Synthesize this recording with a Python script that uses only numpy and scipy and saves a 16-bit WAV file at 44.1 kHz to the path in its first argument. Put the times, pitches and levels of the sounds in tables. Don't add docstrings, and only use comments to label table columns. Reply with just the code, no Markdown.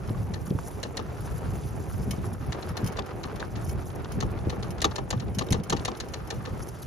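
import sys
import numpy as np
from scipy import signal
from scipy.fft import rfft, irfft
from scipy.io import wavfile
from scipy.ndimage import uniform_filter1d

SR = 44100
rng = np.random.default_rng(int(sys.argv[2]) if len(sys.argv) > 2 else 0)


def waveform_to_disk(signal):
    frames = np.transpose(np.atleast_2d(signal))
    scaled = np.clip(frames, -1, 1) * 32767
    samples = np.round(scaled).astype(np.int16)
    wavfile.write(sys.argv[1], SR, samples)


N = 302570
TIME_S = np.arange(N) / SR
FREQS_HZ = np.arange(N // 2 + 1) * SR / N
TOP_HZ = 15750

# time in seconds, level in dB.
AIR_LEVELS = [(0.0, -39.5), (0.42, -35.5), (0.61, -45), (0.94, -43), (1.49, -39.5), (1.9, -37),
              (2.27, -38.5), (2.67, -45), (3.55, -39), (4.1, -38.5), (4.89, -39), (5.2, -39), (5.37, -40),
              (6.04, -45.5), (6.42, -39.5), (6.86, -47)]
# time in seconds, level in dB.
SPRAY_LEVELS = [(0.0, -68), (0.57, -64.5), (0.8, -67.5), (2.14, -62.5), (2.33, -66.5), (2.81, -67),
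                (3.17, -69.5), (3.78, -71), (3.95, -69), (4.62, -67.5), (5.24, -70.5), (6.48, -67.5),
                (6.86, -64)]
# time in seconds, roll level in dB, grit level in dB.
GROUND_LEVELS = [(0.0, -45.5, -52.5), (0.63, -45.5, -54), (1.45, -43.5, -47.5), (1.62, -45, -55),
                 (1.95, -43, -53.5), (2.44, -44.5, -50.5), (2.77, -42, -44.5), (3.13, -43.5, -52),
                 (3.88, -44, -51), (4.51, -43, -47.5), (5.44, -44.5, -54), (5.73, -43.5, -47.5),
                 (6.31, -45.5, -48.5), (6.86, -47, -50)]
# centre in seconds, level in dB, length in seconds.
NEEDLE_PATCHES = [(0.48, -56.5, 0.11), (0.645, -54.5, 0.22), (1.229, -52, 0.12), (1.36, -58, 0.23),
                  (1.512, -62, 0.051), (1.685, -54, 0.081), (1.93, -52, 0.18), (2.263, -53, 0.066),
                  (2.335, -49, 0.028), (2.469, -51.5, 0.026), (3.515, -52.5, 0.042), (3.672, -54, 0.26),
                  (3.835, -55.5, 0.2), (3.956, -51, 0.022), (4.317, -61.5, 0.037), (6.61, -53.5, 0.084),
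                  (6.689, -47, 0.03), (6.826, -44.5, 0.023)]
GRIT_PATCHES = [(1.28, -46, 0.12), (1.5, -51, 0.26), (1.906, -49, 0.097), (2.591, -40.5, 0.058),
                (2.675, -45, 0.12), (2.795, -46, 0.054), (2.904, -44.5, 0.049), (3.10, -42, 0.13),
                (3.305, -45, 0.12), (3.38, -47, 0.057), (3.443, -47, 0.035), (3.624, -46.5, 0.035),
                (3.788, -45.5, 0.043), (4.054, -44.5, 0.039), (4.919, -40, 0.027), (6.601, -42, 0.035)]
# start in seconds, level in dB.
DRY_CLICKS = [(0.5045, -37), (2.983, -38), (2.992, -22), (3.022, -37.5), (3.36, -40), (3.903, -39),
              (4.046, -32.5), (4.783, -34.5), (4.805, -30), (5.422, -29), (5.487, -35), (5.671, -51),
              (5.796, -32), (5.879, -27), (5.917, -34), (5.951, -36)]
METAL_TICKS = [(2.11, -21), (2.69, -32.5), (2.77, -30.5), (2.844, -31), (2.863, -27), (2.874, -26.5),
               (3.062, -37), (3.359, -34.5), (3.643, -50), (3.666, -38), (3.694, -28.5), (4.12, -30.5),
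               (4.706, -29), (5.349, -34), (5.506, -22), (5.636, -31), (5.972, -34), (6.086, -35.5),
               (6.274, -35.5), (6.686, -44)]
# start in seconds, level in dB, pitch in Hz, decay in cycles.
TWIG_SNAPS = [(0.147, -30, 1120, 4.8), (0.588, -19, 1130, 1.3), (0.686, -28, 785, 2.8),
              (2.242, -23.5, 1180, 2.2), (2.522, -35, 925, 2), (2.55, -25, 1220, 1.5),
              (2.757, -25, 1000, 1), (2.961, -22, 890, 1.5), (2.988, -20, 1190, 2.9),
              (3.244, -23.5, 1230, 2.6), (3.408, -26, 1230, 2.2), (3.427, -16.5, 1470, 2.3)]
# start in seconds, level in dB, pitch in Hz, knock offset in dB.
FRAME_THUDS = [(0.101, -19.5, 112, -3), (0.259, -29, 102, -7), (0.304, -21.5, 190, -12),
               (0.48, -27.5, 175, -19), (0.509, -13.5, 147, -6), (0.546, -19.5, 94, -4),
               (1.997, -18.5, 122, -27), (2.078, -19.5, 119, -19), (2.181, -21.5, 157, -7),
               (2.277, -28, 109, -12), (2.404, -24, 95, -7), (2.487, -23, 58.7, -32),
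               (2.67, -27.5, 80, -3.5), (2.708, -25.5, 171, -20), (2.831, -14, 117, -15),
               (2.852, -24.5, 115, -29), (2.895, -25, 180, -16), (4.173, -21.5, 184, 0),
               (4.246, -18.5, 97, -7), (4.31, -19.5, 108, -22), (4.467, -16, 94, -1.5),
               (4.576, -17, 109, -28), (4.688, -22, 101, -15), (4.86, -21, 320, -20),
               (5.166, -23.5, 119, -14), (5.371, -18.5, 127, -25), (5.512, -9, 114, -18.5),
               (5.533, -21, 249, -6), (5.56, -25, 130, -12), (5.589, -17.5, 131, -16),
               (5.706, -26.5, 170, -5), (5.725, -20.5, 430, -2), (5.747, -20, 95, -14),
               (5.789, -22, 78.5, -24), (6.51, -22, 89.5, -20)]
# start in seconds, scrape in dB, flight in seconds, clack in dB.
PART_HOPS = [(0.338, -31, 0.019, -43.5), (0.831, -25.5, 0.019, -40.5), (0.971, -25, 0.02, -34.5),
             (2.109, -33.5, 0.023, -42), (2.523, -28.5, 0.023, -40.5), (2.625, -34.5, 0.017, -47),
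             (2.770, -27.5, 0.016, -43), (2.969, -33, 0.017, -32.5), (3.234, -31, 0.017, -38.5),
             (3.399, -31.5, 0.016, -41), (3.556, -35.5, 0.017, -41), (4.205, -26, 0.019, -31.5),
             (4.497, -28.5, 0.028, -39.5), (4.627, -31, 0.017, -47), (4.8184, -20.5, 0.025, -19.5),
             (4.911, -35, 0.024, -52), (4.9583, -25.5, 0.023, -31), (5.1056, -22.5, 0.021, -31.5),
             (5.199, -33, 0.023, -43), (5.3867, -21.5, 0.023, -31.5), (5.5247, -20, 0.017, -31.5),
             (5.6988, -21, 0.026, -24.5), (5.766, -30, 0.02, -49), (5.851, -21.5, 0.029, -29),
             (6.002, -25.5, 0.021, -52), (6.138, -27.5, 0.019, -54), (6.304, -26, 0.017, -39),
             (6.454, -32, 0.017, -40.5)]

# frequency in Hz, relative density in dB.
WIND_SPECTRUM = [(22, -29), (40, -4.5), (65, 2), (120, 2), (200, -7), (300, -17.5), (600, -32), (1500, -44)]
SAND_SPECTRUM = [(1500, -4), (2500, 0.5), (4000, -2), (6000, 0.5), (8000, 3), (10000, 1), (12500, -11),
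                 (14000, -1.5), (15500, 10)]
NEEDLE_SPECTRUM = [(2000, -3), (4000, -6.5), (6000, 2), (8000, 2.5), (10000, 5), (12500, -2), (14000, -4),
                   (15500, -20)]
ROLL_SPECTRUM = [(120, -7), (250, -5.5), (380, 1.5), (550, -6.5), (800, -7.5), (1200, -18.5), (2500, -26)]
GRIT_SPECTRUM = [(500, -3.5), (900, -1), (1300, 1.5), (2000, -10), (3000, -16.5), (5000, -20.5)]
DRY_CLICK_SPECTRUM = [(600, -59), (1400, -7), (2500, 3), (3800, 8.5), (5500, 1), (8000, -7), (14000, -37)]
TICK_SPECTRUM = [(2000, -4.5), (4500, -4), (6500, 3.5), (8000, -13), (10000, 1), (12500, -2.5),
                 (15500, -12)]
CRACK_SPECTRUM = [(300, 3), (900, 2), (2000, -5), (4000, -27), (10000, -42)]
KNOCK_SPECTRUM = [(100, -7), (220, 4.5), (380, -1), (520, -1.5), (800, -37), (2000, -65)]
RASP_SPECTRUM = [(500, 7.5), (900, 5), (1400, -3.5), (1800, 5.5), (2400, -2), (3300, -0.5), (4200, 8),
                 (5100, -5.5), (6500, -3.5), (7400, -11.5), (9000, -75), (12000, -33)]
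EDGE_SPECTRUM = [(3000, -18), (6500, 10), (9500, 2), (11500, -9.5), (13000, -16), (15500, -19)]
CLACK_SPECTRUM = [(300, -7), (450, 7.5), (650, -2.5), (870, -2), (1200, 5.5), (1600, -14.5), (3000, -15)]
CONTACT_SPECTRUM = [(1000, -22), (1600, -10), (2200, -2.5), (3700, 9), (5000, -0.5), (6500, 4.5),
                    (9000, -16), (12000, -16), (15000, -38)]

# frequency in Hz, bandwidth in Hz, relative level in dB.
METAL_MODES = [(2240, 14, -10.5), (2530, 24, -14), (2740, 21, -14), (3080, 28, -6.5), (4310, 60, -12),
               (5130, 58, -4), (5370, 60, -4), (9320, 140, 6.5), (11150, 71, -6.5)]
FRAME_MODES = [(179.2, 18, -0.5), (246, 44, -5)]
LOOSE_PART_MODES = [(1786, 40, 17.5), (2890, 240, 11.5), (3700, 680, -3), (4160, 200, -2), (5460, 370, 7.5)]
HOLLOW_SEAT_MODES = [(318, 21, -15), (492, 52, -16), (652, 22, -8.5), (782, 17, -2), (874, 28.4, 1),
                     (1075, 67, 3), (1234, 64, -4), (1746, 50, 1)]

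# frequency in Hz, lead of the left port in radians.
PORT_LEAD = [(0, 0), (700, .4), (2000, .1), (5000, .3), (6300, -.4), (7200, -1.7), (7800, -3.05),
             (8900, -3.25), (10000, -5.1), (11000, -6.2), (12700, -6.5), (14000, -9.35), (16000, -9.45)]

MID_CONTACT_DB = -27


def undb(db):
    return 10 ** (np.asarray(db) / 20)


def unit(x):
    return x / np.sqrt(np.mean(x ** 2))


def pan(x, left_db):
    return x * undb(np.array([[left_db], [-left_db]]) / 2)


def add(track, start_s, sound):
    start = max(int(start_s * SR), 0)
    part = sound[..., :N - start]
    track[..., start:start + part.shape[-1]] += part


def fade(t, rise_s, decay_s):
    t = np.maximum(t, 0)
    return (1 - np.exp(-t / rise_s)) * np.exp(-t / decay_s)


def curves(rows):
    s, *columns = np.transpose(rows)
    return [np.interp(TIME_S, s, column) for column in columns]


def swells(rows):
    gain = np.zeros(N)
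    for centre_s, db, length_s in rows:
        add(gain, centre_s - length_s / 2, undb(db) * np.hanning(int(length_s * SR)))
    return gain


def wander(rate_hz):
    hold = int(SR / rate_hz)
    steps = np.repeat(rng.standard_normal(N // hold + 1), hold)
    return unit(uniform_filter1d(uniform_filter1d(steps, hold), hold)[:N])


def stereo_noise(side_db, size=N):
    mid, side = rng.standard_normal((2, size))
    return unit(np.array([mid + undb(side_db) * side, mid - undb(side_db) * side]))


def colour(x, spectrum, skirt_db_per_oct=24, size=2048):
    hz, db = np.transpose(spectrum)
    octave, known = np.log2(np.arange(size + 1) * SR / (2 * size) + 1), np.log2(hz)
    beyond_oct = np.abs(octave - np.clip(octave, known[0], known[-1]))
    gain_db = np.interp(octave, known, db) - skirt_db_per_oct * np.minimum(beyond_oct, 2)
    cepstrum = irfft(np.log(undb(gain_db)))
    cepstrum[1:size] *= 2
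    cepstrum[size + 1:] = 0
    response = irfft(np.exp(rfft(cepstrum)))[:size]
    return signal.oaconvolve(x, response[None] / np.linalg.norm(response), axes=1)[:, :N]


def damped_sine(t, hz, width_hz):
    return np.exp(-np.pi * width_hz * t) * np.sin(2 * np.pi * hz * t)


def resonate(x, modes, size=4096):
    t = TIME_S[:size]
    response = sum(undb(db) * width_hz * damped_sine(t, hz, width_hz) for hz, width_hz, db in modes)
    return signal.fftconvolve(x, response[None] / np.linalg.norm(response))[:, :N]


def struck(rows, modes, vary_db, detune, size=8192):
    track, t = np.zeros(N), TIME_S[:size]
    hz, width_hz, mode_db = np.transpose(modes)[:, :, None]
    for (s, db), (loud, sharp) in zip(rows, rng.standard_normal((len(rows), 2, len(modes), 1))):
        partials = damped_sine(t, hz * (1 + detune * sharp), width_hz)
        add(track, s, np.sum(undb(db + mode_db + vary_db * loud) * partials, axis=0))
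    return track


def grains(rate_hz, spread_db, side_db):
    sizes = undb(spread_db * np.minimum(rng.exponential(size=N), 5))
    return unit(stereo_noise(side_db) * sizes * (rng.random(N) < rate_hz / SR))


def strays(rate_hz, db, spread_db, count=40):
    wait, force = rng.random((count, 2)).T
    s = np.cumsum(-np.log(1 - wait)) / rate_hz
    return np.c_[s, db + spread_db * (2 * force - 1)][s < TIME_S[-1]]


def taps(rows, decay_s, side_db, size=2048):
    envelope = np.zeros(N)
    for s, db in rows:
        add(envelope, s - .001, undb(db) * fade(TIME_S[:size], 0.00098, decay_s))
    return envelope * stereo_noise(side_db)


def chatter(rows, lead_s, gap_s, first, decay_s, tail, tail_s, side_db, size=4096):
    track, t = np.zeros((2, N)), TIME_S[:size]
    for (s, db), late in zip(rows, rng.standard_normal(len(rows))):
        second_s = gap_s * np.exp(0.09 * late)
        shape = first * fade(t, decay_s / 2, decay_s) + fade(t - second_s, decay_s / 2, decay_s)
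        shape += tail * fade(t, gap_s, tail_s)
        add(track, s - lead_s, undb(db) * shape / shape.max() * stereo_noise(side_db, size))
    return track


def landings():
    start_s, _, flight_s, clack_db = np.transpose(PART_HOPS)
    return np.c_[start_s + flight_s, clack_db]


def gusts(rows, rise_s=0.012, decay_s=0.023, size=10000):
    gain = np.zeros(N)
    for s, db in rows:
        add(gain, s, undb(db) * fade(TIME_S[:size], rise_s, decay_s))
    return gain


def wind(level_db):
    puffs = undb(2.33 * wander(32))
    jolts = undb(-6) * gusts(np.array(FRAME_THUDS)[:, :2]) + undb(-7) * gusts(landings())
    rumble = unit(colour(stereo_noise(-2.2), WIND_SPECTRUM) * puffs)
    return rumble * np.hypot(undb(level_db + 6.5), jolts)


def sand(level_db, edges_hz=(1500, 4500, 6200, 8000, 10800, TOP_HZ)):
    spray = 0
    for band_hz in zip(edges_hz, edges_hz[1:]):
        band = signal.butter(3, band_hz, "band", fs=SR, output="sos")
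        flicker = undb(2.6 * wander(70))
        spray += signal.sosfilt(band, grains(4000, spread_db=1.5, side_db=-42)) * flicker
    return unit(colour(spray, SAND_SPECTRUM)) * undb(level_db + 5.5 + 3.6 * wander(28))


def needles(level_db, low_hz=3000, width_hz=240, count=15000, size=192):
    track = np.zeros(N)
    when, pitch, force = rng.random((count, 3)).T
    pitches_hz = low_hz + pitch * (TOP_HZ - low_hz)
    gains = undb(np.minimum(-np.log(1 - force), 4))
    for s, hz, gain in zip(when * TIME_S[-1], pitches_hz, gains):
        add(track, s, gain * damped_sine(TIME_S[:size], hz, width_hz))
    swish = colour(unit(track)[None] * undb(3.6 * wander(110)), NEEDLE_SPECTRUM)
    return swish * np.hypot(undb(-0.5) * swells(NEEDLE_PATCHES), undb(level_db + 3.0))


def tyres(roll_db, grit_db):
    roll = colour(grains(5000, spread_db=2.47, side_db=-5.5), ROLL_SPECTRUM)
    roll *= undb(roll_db + 2.5 + 1.77 * wander(30))
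    crunch = colour(grains(3500, spread_db=1.4, side_db=-3.5), GRIT_SPECTRUM)
    crunch *= undb(grit_db - 0.77 + 2.8 * wander(70))
    grind = colour(grains(1100, spread_db=0.67, side_db=-9.5), GRIT_SPECTRUM) * swells(GRIT_PATCHES)
    return pan(roll, -1.4) + pan(crunch + undb(0.5) * grind, 0.2)


def dry_clicks():
    rows = [*DRY_CLICKS, *strays(rate_hz=1, db=-42.5, spread_db=2.8)]
    touch = taps(rows, decay_s=0.0028, side_db=-9)
    return pan(undb(-1.5) * colour(touch, DRY_CLICK_SPECTRUM), 3.6)


def ticks():
    rows = [*METAL_TICKS, *strays(rate_hz=1, db=-39, spread_db=3.1)]
    click = colour(taps(rows, decay_s=0.0095, side_db=-1.5), TICK_SPECTRUM)
    jingle = struck(rows, METAL_MODES, vary_db=0, detune=0.0047)
    return undb(-13) * jingle + undb(-11.5) * click


def twigs(size=2048):
    tone, crack, t = np.zeros(N), np.zeros(N), TIME_S[:size]
    for s, db, hz, cycles in TWIG_SNAPS:
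        add(tone, s, undb(db) * fade(t, .5 / hz, cycles / hz) * np.sin(2 * np.pi * hz * t))
        add(crack, s, undb(db) * fade(t, rise_s=0.0001, decay_s=0.0026))
    return undb(-5.0) * tone + undb(-10.5) * colour(crack * stereo_noise(-10), CRACK_SPECTRUM)


def thuds(decay_cycles=0.86, lead_s=0.0026, size=6000):
    swing, shake, impact = np.zeros((3, N))
    t = TIME_S[:size]
    for s, db, hz, knock_db in FRAME_THUDS:
        shape = fade(t, 2 * decay_cycles / hz, decay_cycles / hz)
        shape = undb(db) * shape / shape.max()
        add(swing, s - lead_s, shape * np.sin(2 * np.pi * hz * t))
        add(shake, s - lead_s, shape)
        add(impact, s, undb(db + knock_db) * fade(t, rise_s=0.0024, decay_s=0.011))
    frame = struck(np.array(FRAME_THUDS)[:, :2] + [.003, 0], FRAME_MODES, vary_db=-2.5, detune=0.08)
    shudder = shake * colour(stereo_noise(-7), WIND_SPECTRUM)
    knock = colour(impact * stereo_noise(-6), KNOCK_SPECTRUM)
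    return undb(-4.0) * swing + undb(-9.5) * frame + undb(-14) * shudder + undb(-2) * knock


def scrapes():
    s, db, _, _ = np.transpose(PART_HOPS)
    edge_db = -25.5 + (db - MID_CONTACT_DB)
    rub = chatter(np.c_[s, db], lead_s=0.001102, gap_s=0.004,
                  first=0.66, decay_s=0.0025, tail=0.2, tail_s=0.015, side_db=-2.0)
    strike = chatter(np.c_[s, db - 12.5], lead_s=0.0016, gap_s=0.00715,
                     first=1.0, decay_s=0.0012, tail=0.1, tail_s=0.032, side_db=-2.0)
    edge = chatter(np.c_[s, db + edge_db], lead_s=0.0016, gap_s=0.0062,
                   first=3.5, decay_s=0.0036, tail=0.15, tail_s=0.008, side_db=-44)
    rasp = undb(-4.0) * colour(rub, RASP_SPECTRUM) + undb(2.5) * resonate(strike, LOOSE_PART_MODES)
    return pan(rasp, 4.1) + undb(12.5) * colour(edge, EDGE_SPECTRUM)


def clacks(right_lag_s=0.00023):
    s, db = landings().T
    contact_db = -6.5 + 0.68 * (db - MID_CONTACT_DB)
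    knock_db = -2 - 0.59 * (db - MID_CONTACT_DB)
    blow = chatter(np.c_[s, db], lead_s=0.001053, gap_s=0.0068,
                   first=1.0, decay_s=0.0029, tail=0.67, tail_s=0.013, side_db=-5.5)
    contact = chatter(np.c_[s, db + contact_db], lead_s=0.0004, gap_s=0.0067,
                      first=1.5, decay_s=0.0024, tail=0.26, tail_s=0.011, side_db=-13)
    jolt = chatter(np.c_[s, db + knock_db], lead_s=0.0019, gap_s=0.007,
                   first=0.77, decay_s=0.002, tail=1.0, tail_s=0.031, side_db=-3.5)
    seat = struck(np.c_[s + .003, db], HOLLOW_SEAT_MODES, vary_db=2.0, detune=0.012)
    knock = colour(jolt, KNOCK_SPECTRUM)
    left, right = undb(1.0) * colour(blow, CLACK_SPECTRUM) + undb(-2.9) * seat + undb(-0.5) * knock
    body = np.array([left, np.interp(TIME_S - right_lag_s, TIME_S, right)])
    return pan(body + undb(1.0) * colour(contact, CONTACT_SPECTRUM), 3.6)


def scene():
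    air_db, = curves(AIR_LEVELS)
    spray_db, = curves(SPRAY_LEVELS)
    rolling = wind(air_db) + tyres(*curves(GROUND_LEVELS))
    hiss = pan(sand(spray_db) + needles(spray_db), 0.39)
    return rolling + hiss + thuds() + scrapes() + clacks() + twigs() + dry_clicks() + ticks()


def record(dry, mono_below_hz=90):
    lead_rad = np.interp(FREQS_HZ, *np.transpose(PORT_LEAD))
    left, right = dry[0], irfft(rfft(dry[1]) * np.exp(-1j * lead_rad), N)
    mid = (left + right) / 2
    side = irfft(rfft(left - right) / 2 * FREQS_HZ / np.hypot(FREQS_HZ, mono_below_hz), N)
    lowpass = signal.ellip(10, .2, 70, TOP_HZ, fs=SR, output="sos")
    return signal.sosfilt(lowpass, [mid + side, mid - side])


dry = scene()
out = record(dry)
waveform_to_disk(out)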